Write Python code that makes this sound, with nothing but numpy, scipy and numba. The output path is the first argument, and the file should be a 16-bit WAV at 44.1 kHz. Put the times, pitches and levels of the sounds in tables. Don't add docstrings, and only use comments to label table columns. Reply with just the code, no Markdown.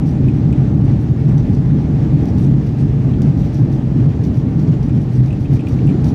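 import sys
import numpy as np
from scipy import signal
from scipy.fft import rfft, irfft, next_fast_len
from scipy.io import wavfile
from scipy.ndimage import uniform_filter1d, minimum_filter1d, map_coordinates
from numba import njit

SR = 44100
rng = np.random.default_rng(int(sys.argv[2]) if len(sys.argv) > 2 else 0)


def digitize_waveform(pressure):
    field = np.atleast_2d(pressure).T
    bounded = np.clip(field, -1, 1)
    quanta = np.round(bounded * 32767).astype(np.int16)
    wavfile.write(sys.argv[1], SR, quanta)


def decibels_to_gain(level_db):
    exponent = np.asarray(level_db, float) / 20
    return 10 ** exponent


N = 270774


def unit(x):
    return x / np.sqrt(np.mean(x ** 2) + 1e-20)


def along(points, hz):
    f, v = np.transpose(points)
    return np.interp(np.log(hz + 1), np.log(f + 1), v)


def wobble(rate):
    knots = rng.standard_normal(int(N * rate / SR) + 4)
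    return map_coordinates(knots, [np.arange(N) * rate / SR])


def filtered(x, response):
    m = next_fast_len(N + SR // 2)
    return irfft(rfft(x, m) * response(np.fft.rfftfreq(m, 1 / SR)), m)[:N]


def modes(table):
    def response(f):
        total = 0
        for k, (c, w, db) in enumerate(table):
            total = total + (-1) ** k * decibels_to_gain(db) * 1j * f * w / (c * c - f * f + 1j * f * w)
        return total
    return response


def rush(response, patchy_db):
    z = signal.stft(rng.standard_normal(N), nperseg=512)[2]
    field = uniform_filter1d(rng.standard_normal(z.shape), size=8, axis=0)
    field = uniform_filter1d(field, size=12, axis=1)
    noise = signal.istft(z * decibels_to_gain(patchy_db * unit(field)), nperseg=512)[1][:N]
    return unit(filtered(noise, response))


def add_at(track, start_s, sound):
    track[round(start_s * SR):][:len(sound)] += sound


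# start_s, level_db
AIRFLOW = [(0.0, -39), (0.79, -38.5), (1.04, -40), (2.31, -37), (2.79, -39.5), (3.35, -39), (4.55, -39.5),
           (4.86, -40), (5.44, -41.5), (5.73, -38.5), (6.14, -37)]


def airflow():
    start_s, level_db = np.transpose(AIRFLOW)
    flow_db = np.interp(np.arange(N) / SR, start_s, level_db)
    return flow_db - flow_db.mean()


# peak_s, level_db
BUMPS = [(0.26, -17), (0.6, -11), (0.9, -10), (1.3, -5.5), (2.049, -17.5), (2.53, -14), (3.05, -17),
         (3.26, -7.5), (3.63, -15.5), (4.0, -14.5), (4.08, -9.5), (4.378, -12), (4.71, -2), (4.981, -11),
         (5.222, -6), (5.54, -10.5), (5.72, -20), (5.882, -14.5), (6.072, -15)]
SURGE_RISE_S, SURGE_FALL_S = 0.029, 0.033


def surges():
    t = np.arange(N) / SR
    total = np.zeros(N)
    for s, db in BUMPS:
        spread_s = np.where(t < s, SURGE_RISE_S, SURGE_FALL_S)
        total += decibels_to_gain(db) * np.exp(-((t - s) / spread_s) ** 2)
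    return total


# pitch_hz, level_db (per Hz)
ROLL = [(8.8, -48), (15, -38.5), (54, -10), (86, -5.5), (116, -1.5), (135, 6), (152, -3.5), (179, -5),
        (305, -11.5), (364, -21), (435, -28.5), (490, -34), (520, -35), (680, -60.5), (1140, -120)]
# pitch_hz, width_hz, level_db
SHELL = [(129.8, 30.5, 2.5), (146.4, 32.6, 0.5)]
BOOM_DB, BOOM_SAG_DB_PER_S = -15, 0.6
ROAR_DB, ROAR_SHARE_DB, ROAR_FOLLOWS = -18, -17, .8


def fuselage():
    t, surge = np.arange(N) / SR, surges()
    boom = np.zeros(N)
    for hz, width, db in SHELL:
        boom += decibels_to_gain(db) * rush(lambda f: modes([(hz, width, 0)])(f) ** 2, patchy_db=-0.35)
    boom_level = decibels_to_gain(-3.0) * (decibels_to_gain(BOOM_DB - BOOM_SAG_DB_PER_S * t) + surge)
    roar = rush(lambda f: decibels_to_gain(along(ROLL, f)) / (1 + 1.09 * abs(modes([(136, 45, .1)])(f))), patchy_db=0.3)
    swing_db = 1.5 + ROAR_FOLLOWS * airflow() + 1.3 * wobble(14)
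    roar_level = (decibels_to_gain(ROAR_DB) + decibels_to_gain(ROAR_SHARE_DB) * surge) * decibels_to_gain(swing_db)
    return boom_level * unit(boom) + roar_level * roar


# pitch_hz, level_db (per Hz)
SKIN = [(220, -28.5), (380, -5.5), (440, 1.5), (497, -12.5), (561, -6), (708, -11.5), (779, -9.5),
        (975, -17), (1190, -18), (1300, -20.5), (2440, -31), (3000, -43), (3900, -64), (6600, -120)]
# pitch_hz, width_hz, level_db
SKIN_MODES = [(452, 21, -0.5), (547, 120, -3.5), (808, 73, -0.5)]
# pitch_hz, level_db (per Hz)
VENT = [(1060, -12.5), (1800, -1.5), (2440, -6.5), (2940, -7.5), (5910, -13.5), (9410, -26), (14600, -32.5),
        (15200, -36.5)]
SKIN_DB, VENT_DB, VENT_FOLLOWS = -38.5, -53.5, 0.55
HISS_SHARE_DB = -1


def air():
    swing_db = airflow()
    skin = rush(lambda f: decibels_to_gain(along(SKIN, f)) * (1 + .4 * abs(modes(SKIN_MODES)(f))), patchy_db=.5)
    vent = rush(lambda f: decibels_to_gain(along(VENT, f)) * (1 + .3 * abs(modes([(2550, 350, 0)])(f))), patchy_db=.9)
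    skin_level = decibels_to_gain(SKIN_DB + 1 + swing_db + .45 * wobble(20))
    vent_level = decibels_to_gain(VENT_DB + 2.0 + VENT_FOLLOWS * swing_db + .6 * wobble(25))
    return (1 + decibels_to_gain(HISS_SHARE_DB) * surges()) * (skin_level * skin + vent_level * vent)


# start_s, length_s, body_db, thin_db (thin parts over body)
JOLTS = [(0.056, 0.066, -57.5, -14), (0.284, 0.01, -61, -11.5), (0.833, 0.029, -59.5, -13.5),
         (0.999, 0.032, -60.5, -9.5), (1.373, 0.035, -57.5, -15.5), (1.527, 0.023, -57.5, -15),
         (2.267, 0.011, -55.5, -17.5), (2.284, 0.016, -63, -14.5), (2.374, 0.093, -58, -11.5),
         (2.664, 0.021, -57.5, -16), (2.783, 0.045, -61, -12.5), (3.224, 0.02, -59.5, -18.5),
         (3.371, 0.09, -57.5, -14.5), (3.527, 0.074, -58.5, -13.5), (3.712, 0.041, -58.5, -13.5),
         (4.233, 0.043, -53.5, -14), (4.337, 0.067, -58, -13.5), (4.586, 0.042, -57.5, -13),
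         (4.826, 0.045, -58, -14), (5.006, 0.023, -59, -9.5), (5.115, 0.07, -56.5, -14),
         (5.256, 0.021, -55.5, -14), (5.398, 0.035, -57, -14.5), (5.526, 0.037, -52, -15),
         (5.679, 0.065, -54.5, -13.5), (6.041, 0.07, -54, -14)]
# start_s, peak_db, length_s
NUDGES = [
    (0.74, -51, 0.021),
    (1.777, -50, 0.04),
    (3.456, -53.5, 0.099),
    (4.67, -45.5, 0.017),
    (5.774, -47, 0.04),
    (5.833, -46.5, 0.033),
]
# pitch_hz, width_hz, level_db
PARTS = [
    [(4500, 97, -2), (5870, 220, -0.5), (3670, 1200, -4.5), (6500, 900, -8.5)],
    [(8600, 300, 1.5), (7400, 1200, -8.5)],
    [(11000, 500, 1), (9550, 500, -2), (12000, 1500, -11.5)],
    [(14700, 700, 1.5), (13000, 1200, -5)],
]
THIN_DB = [0.5, -0.7, -2.3]
CHATTER_RISE_S, CHATTER_T60_S, RAGGED_DB = .005, .11, 1.2
FADE_DB, SCATTER_DB = 4.5, 2.5


def chatter():
    t, out = np.arange(N) / SR, np.zeros(N)
    shake = np.zeros((len(PARTS), N))
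    faint = [(s, length, db - 13, -18) for s, db, length in NUDGES]
    for s, length, db, thin_db in JOLTS + faint:
        luck = rng.standard_normal(3)
        levels_db = db + np.r_[0, thin_db + np.array(THIN_DB) + SCATTER_DB * luck]
        rise = np.clip((t - s) / CHATTER_RISE_S, 0, 1)
        fade = decibels_to_gain(-FADE_DB * np.clip((t - s) / length, 0, 1))
        decay = decibels_to_gain(-60 * np.clip(t - s - length, 0, None) / CHATTER_T60_S)
        shake += decibels_to_gain(np.c_[levels_db] + 3.5) * rise * fade * decay
    uneven = decibels_to_gain(RAGGED_DB * wobble(100) + 1.2 * wobble(300))
    for part, level in zip(PARTS, shake):
        hits = rng.random(N) < 2500 / SR
        contacts = hits * rng.standard_normal(N) * uneven * decibels_to_gain(1.5 * wobble(40))
        out += unit(filtered(contacts, modes(part))) * level
    return out


# start_s, peak_db, pitch_hz, edge_db
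TICKS = [(0.2848, -34.5, 2530, -19), (0.528, -32.5, 2480, -18.5), (3.137, -41, 3200, -24),
         (4.8935, -40, 2390, -15), (5.2816, -40, 2400, -24), (5.3058, -35, 2560, -20),
         (5.329, -36, 2630, -15), (5.448, -44.5, 2360, -21), (5.456, -37, 2570, -25),
         (5.567, -39, 2340, -21.5), (5.594, -32.5, 2510, -24.5), (5.6086, -39.5, 2570, -16),
         (5.67, -32, 2460, -21), (5.7887, -36, 2320, -27), (5.8695, -35.5, 2610, -15),
         (5.876, -36, 2720, -19), (5.891, -32.5, 2400, -23), (5.909, -42, 2400, -14), (5.9, -37, 2500, -20)]


def panel():
    hollow, snap, edge, walls = np.zeros((4, N + SR))
    t = np.arange(SR // 10) / SR
    for s, db, hz, edge_db in TICKS:
        onset = 1 - np.exp(-t / 0.00041)
        add_at(hollow, s, decibels_to_gain(db + 1.5 - 60 * t / 0.02) * onset * np.sin(2 * np.pi * hz * t))
        snap[round(s * SR) + 20] += decibels_to_gain(db + 16)
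        add_at(edge, s, decibels_to_gain(db + edge_db + 14 - 60 * t / 0.0086) * np.sign(rng.standard_normal(len(t))))
        add_at(walls, s, decibels_to_gain(db + 2.5 - 60 * t / .11) * rng.standard_normal(len(t)))
    bright = modes([(5200, 1500, -5.5), (7560, 1000, 3.5), (9500, 800, 1.0)])
    snap = filtered(snap[:N], lambda f: modes([(3100, 1300, .1)])(f) ** 2)
    edge = filtered(edge[:N], lambda f: bright(f) / (1 + (f / 11000) ** 6))
    walls = filtered(walls[:N], lambda f: modes([(2600, 700, .1)])(f) ** 2)
    return hollow[:N] + snap + edge + walls


# start_s, peak_db, t60_s
STRIKES = [
    (1.3813, -38, 0.046),
    (1.5485, -39.5, 0.041),
    (2.256, -37, 0.043),
    (2.6644, -42.5, 0.081),
    (3.2191, -30.5, 0.15),
    (3.5444, -40, 0.21),
    (4.2396, -40, 0.18),
    (4.3806, -38.5, 0.062),
    (4.8286, -41, 0.049),
    (6.0437, -33.5, 0.15),
]
# pitch_hz, width_hz, level_db
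FITTING = [(4630, 160, 1), (5670, 320, 5), (8900, 440, -11.5), (11000, 800, -16), (14700, 900, -17)]
# start_s, peak_db, pitch_hz
PINGS = [
    (2.1644, -58, 10800),
    (4.4967, -59, 11200),
    (6.0182, -56, 11200),
]


def fitting():
    t = np.arange(SR // 10) / SR
    blows, cracks, pings = np.zeros((3, N + SR))
    for s, db, t60 in STRIKES:
        blow_t60_s = .012 + .06 * min(t60, .2)
        add_at(blows, s, decibels_to_gain(db + 3 - 60 * t / blow_t60_s) * rng.standard_normal(len(t)))
        add_at(cracks, s, decibels_to_gain(db - 2.0 - 60 * t / 0.012) * np.sign(rng.standard_normal(len(t))))
    for s, db, hz in PINGS:
        onset = 1 - np.exp(-t / 0.0022)
        add_at(pings, s, decibels_to_gain(db - 60 * t / 0.059) * onset * np.sin(2 * np.pi * hz * t))
    ring = filtered(blows[:N], modes(FITTING))
    crack = filtered(cracks[:N], lambda f: modes([(3600, 6500, .1)])(f) ** 2)
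    return ring + crack + pings[:N]


def scene():
    return (fuselage() + air() + chatter() + panel() + fitting())[None]


@njit
def recover(need, step):
    gain, out = 1.0, np.empty_like(need)
    for i in range(len(need)):
        gain = min(need[i], gain + (1 - gain) * step)
        out[i] = gain
    return out


def roll_off(x):
    return signal.sosfilt(signal.butter(12, 15390, fs=SR, output="sos"), x)


def record(dry):
    ceiling, release_s = .707, .012
    x = filtered(dry[0], lambda f: decibels_to_gain(2.0) / (1 + (f / 15250) ** 60))
    need = minimum_filter1d(np.minimum(1, ceiling / (abs(x) + 1e-9)), size=301)
    gain = uniform_filter1d(recover(need, 1 / (release_s * SR)), size=151)
    return roll_off((x * gain)[None])


dry = scene()
out = record(dry)
digitize_waveform(out)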